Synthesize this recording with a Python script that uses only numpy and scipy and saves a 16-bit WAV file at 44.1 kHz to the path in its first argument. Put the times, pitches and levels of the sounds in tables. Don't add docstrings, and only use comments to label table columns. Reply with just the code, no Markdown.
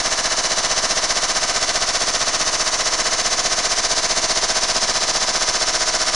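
import sys
import numpy as np
from scipy import signal
from scipy.fft import rfft, irfft, next_fast_len
from scipy.io import wavfile
from scipy.ndimage import map_coordinates

SR = 44100
rng = np.random.default_rng(int(sys.argv[2]) if len(sys.argv) > 2 else 0)


def materialize(psi):
    bounded = np.clip(np.atleast_2d(psi).T, -1, 1)
    quanta = np.round(bounded * 32767).astype(np.int16)
    wavfile.write(sys.argv[1], SR, quanta)


def attenuation_scalar(level_db):
    decades = np.asarray(level_db, float) / 20
    return 10 ** decades


N = 271215

# (time into the turn [s], strength [dB], hardness [-1 blunt to 1 sharp])
CONTACTS = [(.0040, -3.5, -0.82), (.0104, -5, -0.46), (0.0164, -8, 0.36), (0.018, -4.5, 0.27),
            (0.021, -1, -0.12), (0.0234, 4.5, -0.72), (0.0286, 1.5, 0.029), (.0290, 3.5, 1),
            (0.0314, 0.5, 0.11), (0.033, 0, 0.14), (.0353, -4.5, 0.21), (0.0377, 4.5, 0.019),
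            (0.0416, 0, -.1), (0.0458, 1.5, -0.63), (0.0469, 0, 0.23), (.0530, -3.5, -.5),
            (.0597, -6, -0.078), (.0626, -12.5, -0.084)]
# (frequency [Hz], width [Hz], level [dB])
CASING_MODES = [(205, 88, -6), (325, 134, -5.5), (656, 284, 0)]
# (frequency [Hz], width [Hz], level [dB])
DRUM_MODES = [(1060, 277, 3.5), (1297, 310, 1), (1820, 380, 0)]
# (frequency [Hz], width [Hz], level
# [dB])
SHELL_MODES = [(672, 60, -7), (1002, 26, -5.5), (1322, 27, -4.5), (1560, 28, -4), (1724, 37, -4.5),
               (2060, 80, -10), (2270, 12, -6.5), (2939, 17, 3.5), (4074, 53, -4.5), (5130, 33, -6),
               (6020, 38, -12.5)]
# (frequency [Hz], width [Hz], level [dB])
THUMP_MODES = [(173, 61, -1.5)]
# (frequency [Hz], width [Hz], level [dB])
TICK_MODES = [(3360, 900, -3.5), (4340, 800, 1.5), (5700, 1200, -1)]
# (frequency [Hz], density [dB per Hz])
GRIND_SPECTRUM = [(35, -31.5), (90, -12.5), (160, -13.5), (330, -7.5), (590, -7.5), (630, -1.5),
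                  (780, -4.5), (885, -6.5), (950, -5), (1230, 0.5), (1450, -4.5), (2200, -4), (2400, -9),
                  (2800, -10), (3640, -43), (6160, -120)]
# (frequency [Hz], density [dB per Hz])
STEEL_SPECTRUM = [(1500, -33.5), (2400, -12.5), (3000, -8.5), (4050, -4), (4950, -1), (6020, 1), (7220, -6),
                  (7960, -17), (9000, -13), (10400, -20), (11000, -35)]
# (frequency [Hz], density [dB per Hz])
WALL_SPECTRUM = [(30, -4), (400, -7), (800, -26.5), (3300, -25.5), (5000, -10), (7500, 12), (9300, 8),
                 (10400, -6), (11000, -10)]
# (frequency [Hz], on every turn [0-1], for a few turns [0-1])
REPEAT_SHARES = [(100, 0.11, 0), (597, 0.55, 0.34), (1500, 0.38, 0.41), (3260, 0, 0.72), (6000, 0.28, 0.43),
                 (9100, 0.06, 0)]
# (frequency [Hz], left over right [dB], left lead [rad])
PORT_DIFFERENCE = [(60, 2.5, 0), (400, 0.3, 0.12), (700, 0, 0.019), (3300, -0.5, -0.05), (4500, 0.5, 0.16),
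                   (6200, -1.8, 0.2), (7250, -2, 0.25), (8130, -6.5, 1.3), (8660, 1.5, 2),
                   (9580, 11.5, 2.05), (10100, 9.5, 1)]
# (multiple of the turn [1], level [dB], gain with slip [dB per mille])
HUM_ORDERS = [(12, -20, -0.06), (22, -16.5, 0.1), (42, -7.5, 0.08), (46, -10.5, -0.3), (61, -15.5, -0.2),
              (64.07, -16.5, 0.4), (65, -14, .85), (68.9, -15.5, -0.44), (72.2, -16, -.3),
              (82.75, -14, -.4), (87.4, -19, -0.2), (99.9, -12, 0.35), (114.4, -17.5, -0.5),
              (131.4, -15, -0.04)]
# (time [s], slower than the steady spin [per mille])
SPEED_SLIP = [
    (0, .55),
    (.75, .16),
    (1.2, -2.14),
    (2.75, 1.82),
    (3.35, -2.14),
    (4.2, .65),
    (5.6, 7.15),
    (6.15, 8.18),
]

TURNS_HZ, START_TURN, START_LAG_S = 15.3, .55, .00102
STEPS = 2880
TURNS = int(N / SR * TURNS_HZ) + 3
SHAFT_SR = TURNS_HZ * STEPS
FIRST_KNOCK, MAIN_BLOW, RELEASE = 5, 6, 15
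DRUM_DB, STEEL_DB, STEEL_GROWS_DB_PER_S = -26.5, -22.5, .15
# time of most pressure [s], swing [dB], breadth
DRUM_PRESS, STEEL_PRESS = (.035, 6.06, 1.5), (.028, 6.64, 2)
MISMATCH_DB = 6.5
DRAG_DB, DRAG_S = 2.5, .016
TOP_HZ = 10400


def unit(x):
    return x / np.sqrt(np.mean(x ** 2) + 1e-20)


def along(points, hz, column=1):
    rows = np.transpose(points)
    return np.interp(np.log(hz + 1), np.log(rows[0] + 1), rows[column])


def curve(rows, column, t):
    rows = np.transpose(rows)
    return np.interp(t, rows[0], rows[column])


def filtered(x, response, sr=SR):
    m = next_fast_len(x.shape[-1] + 8192)
    spectrum = rfft(x, m) * response(np.fft.rfftfreq(m, 1 / sr))
    return irfft(spectrum, m)[..., :x.shape[-1]]


def resonances(modes, f):
    total = 0
    for k, (centre, width, db) in enumerate(modes):
        damping = 1j * f * width
        total = total + (-1) ** k * attenuation_scalar(db) * damping / (centre * centre - f * f + damping)
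    return total


def drifting(size, turns_held):
    knots = rng.standard_normal((TURNS + 100, size))
    fade = np.exp(-1 / turns_held)
    return signal.lfilter([np.sqrt(1 - fade ** 2)], [1, -fade], knots, axis=0)[100:]


def in_time(x):
    t = np.arange(N) / SR
    lag_s = START_LAG_S + np.cumsum(curve(SPEED_SLIP, 1, t)) / (1000 * SR)
    step = ((t - lag_s) * TURNS_HZ + START_TURN) * STEPS
    return map_coordinates(x, [step], order=4)


def pressure(load):
    peak_s, swing_db, breadth = load
    away = abs(np.sin(np.pi * (np.arange(STEPS) / SHAFT_SR - peak_s) * TURNS_HZ))
    return np.tile(attenuation_scalar(-swing_db * away ** (2 * breadth)), TURNS)


def surface(spectrum):
    even = irfft(np.exp(2j * np.pi * rng.random(STEPS // 2 + 1)), STEPS)
    lasting = np.tile(unit(even), TURNS)
    wearing = drifting(STEPS, turns_held=8.1).ravel()
    fresh = rng.standard_normal(STEPS * TURNS)

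    def response(hz):
        lasts = np.clip(along(REPEAT_SHARES, hz), 0, 1)
        wears = np.clip(along(REPEAT_SHARES, hz, column=2), 0, 1 - lasts)
        shares = np.sqrt(np.abs([lasts, wears, 1 - lasts - wears]))
        return shares * attenuation_scalar(along(spectrum, hz))

    return unit(filtered(np.array([lasting, wearing, fresh]), response, SHAFT_SR).sum(0))


def blows(hardness, wander_db, scatter_db):
    time_s, strength_db, own_hardness = np.transpose(CONTACTS)
    db = strength_db - MISMATCH_DB * (own_hardness - hardness) ** 2
    db = db + wander_db * drifting(len(CONTACTS), turns_held=8)
    db = db + scatter_db * rng.standard_normal(db.shape)
    train = np.zeros((TURNS, STEPS))
    train[:, np.round(time_s * SHAFT_SR).astype(int) % STEPS] = attenuation_scalar(db)
    return train.ravel()


def grinding():
    return unit(pressure(DRUM_PRESS) * surface(GRIND_SPECTRUM))


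def hum():
    turn = np.arange(STEPS * TURNS) / STEPS - CONTACTS[FIRST_KNOCK][0] * TURNS_HZ
    whole_turns = np.arange(TURNS)
    slip_per_mille = curve(SPEED_SLIP, 1, whole_turns / TURNS_HZ)
    breath_db = 1.1 * drifting(len(HUM_ORDERS), turns_held=6.8).T
    offsets = 0.21 * rng.standard_normal(len(HUM_ORDERS))
    out = np.zeros(len(turn))
    for (order, db, sag_db), drift_db, offset in zip(HUM_ORDERS, breath_db, offsets):
        level_db = db + sag_db * slip_per_mille + drift_db + 1.5
        gain = np.interp(turn, whole_turns, attenuation_scalar(level_db))
        out += gain * np.cos(2 * np.pi * (round(order) * turn + offset))
    return unit(pressure(DRUM_PRESS) ** 1.47) * out


def knocks():
    soft = lambda hz: resonances(CASING_MODES, hz) / (1 + 1j * hz / 900)
    return unit(filtered(blows(-1.02, wander_db=1.15, scatter_db=1.5), soft, SHAFT_SR))


def clanks():
    sides = np.tile(rng.choice([-1, 1], STEPS), TURNS)
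    hits = sides * blows(0, wander_db=1.4, scatter_db=.8)
    return unit(filtered(hits, lambda hz: resonances(DRUM_MODES, hz), SHAFT_SR))


def thump():
    train = np.zeros((TURNS, STEPS))
    landing = round((CONTACTS[MAIN_BLOW][0] - .0009) * SHAFT_SR)
    train[:, landing] = attenuation_scalar(1.4 * rng.standard_normal(TURNS))
    train[:, round(CONTACTS[RELEASE][0] * SHAFT_SR)] = -.45
    jump = lambda hz: -1 / (1 + 1j * hz / 5) / (1 + 1j * hz / 350) * 1j * hz / (4 + 1j * hz)
    response = lambda hz: jump(hz) - attenuation_scalar(-40.0) * resonances(THUMP_MODES, hz)
    return unit(filtered(train.ravel(), response, SHAFT_SR))


def drum():
    struck = attenuation_scalar(-7.5) * knocks() + attenuation_scalar(-6.5) * clanks() + attenuation_scalar(-15.5) * thump()
    return unit(grinding() + attenuation_scalar(-2.5) * hum() + attenuation_scalar(1.0) * struck)


def drag():
    since_s = (np.arange(STEPS) / SHAFT_SR - CONTACTS[MAIN_BLOW + 1][0]) % (1 / TURNS_HZ)
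    return np.tile(attenuation_scalar(DRAG_DB * np.exp(-(since_s / DRAG_S) ** 2)), TURNS)


def steel():
    t = np.arange(300) / SHAFT_SR
    flare_shape = attenuation_scalar(-60 * t / .010) * (1 - np.exp(-t / .00015))
    hits = blows(1, wander_db=1, scatter_db=1)
    flare = signal.fftconvolve(hits, flare_shape)[:STEPS * TURNS]
    ticks = unit(filtered(hits, lambda hz: resonances(TICK_MODES, hz), SHAFT_SR))
    force = drag() * pressure(STEEL_PRESS) + attenuation_scalar(-5.0) * flare
    return unit(unit(force * surface(STEEL_SPECTRUM)) - attenuation_scalar(-14.5) * ticks)


def walls():
    scatter = surface(WALL_SPECTRUM)
    gain = attenuation_scalar(-34.5) * pressure(STEEL_PRESS) ** 1.16
    return np.array([in_time(gain * np.roll(scatter, shift)) for shift in (0, STEPS // 3)])


def ports(hz):
    lead = np.exp(.5j * along(PORT_DIFFERENCE, hz, column=2))
    tilt = attenuation_scalar(along(PORT_DIFFERENCE, hz) / 2) * lead
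    return np.array([tilt, 1 / tilt])


def scene():
    t = np.arange(N) / SR
    direct = attenuation_scalar(DRUM_DB) * in_time(drum())
    direct = direct + attenuation_scalar(STEEL_DB + STEEL_GROWS_DB_PER_S * t) * in_time(steel())
    shell = lambda hz: attenuation_scalar(0.23) * (1 + abs(resonances(SHELL_MODES, hz)))
    return filtered(direct, lambda hz: shell(hz) * ports(hz)) + filtered(walls(), ports)


def band_limit(x):
    return signal.sosfilt(signal.butter(12, 11350, fs=SR, output="sos"), x)


def record(dry):
    bias = lambda hz: (0.96 / (1 + 1j * hz / 25) + 0.8) * 1j * hz / (4 + 1j * hz)
    sagged = dry - filtered(np.minimum(dry ** 2, .15), bias)
    clipped = sagged / (1 + abs(sagged / .55) ** 4) ** (1 / 4)
    band = lambda hz: 1 / (1 + (hz / TOP_HZ) ** 200) + attenuation_scalar(-34) / (1 + (hz / TOP_HZ) ** 60)
    return band_limit(filtered(clipped, band))


dry = scene()
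out = record(dry)
materialize(out)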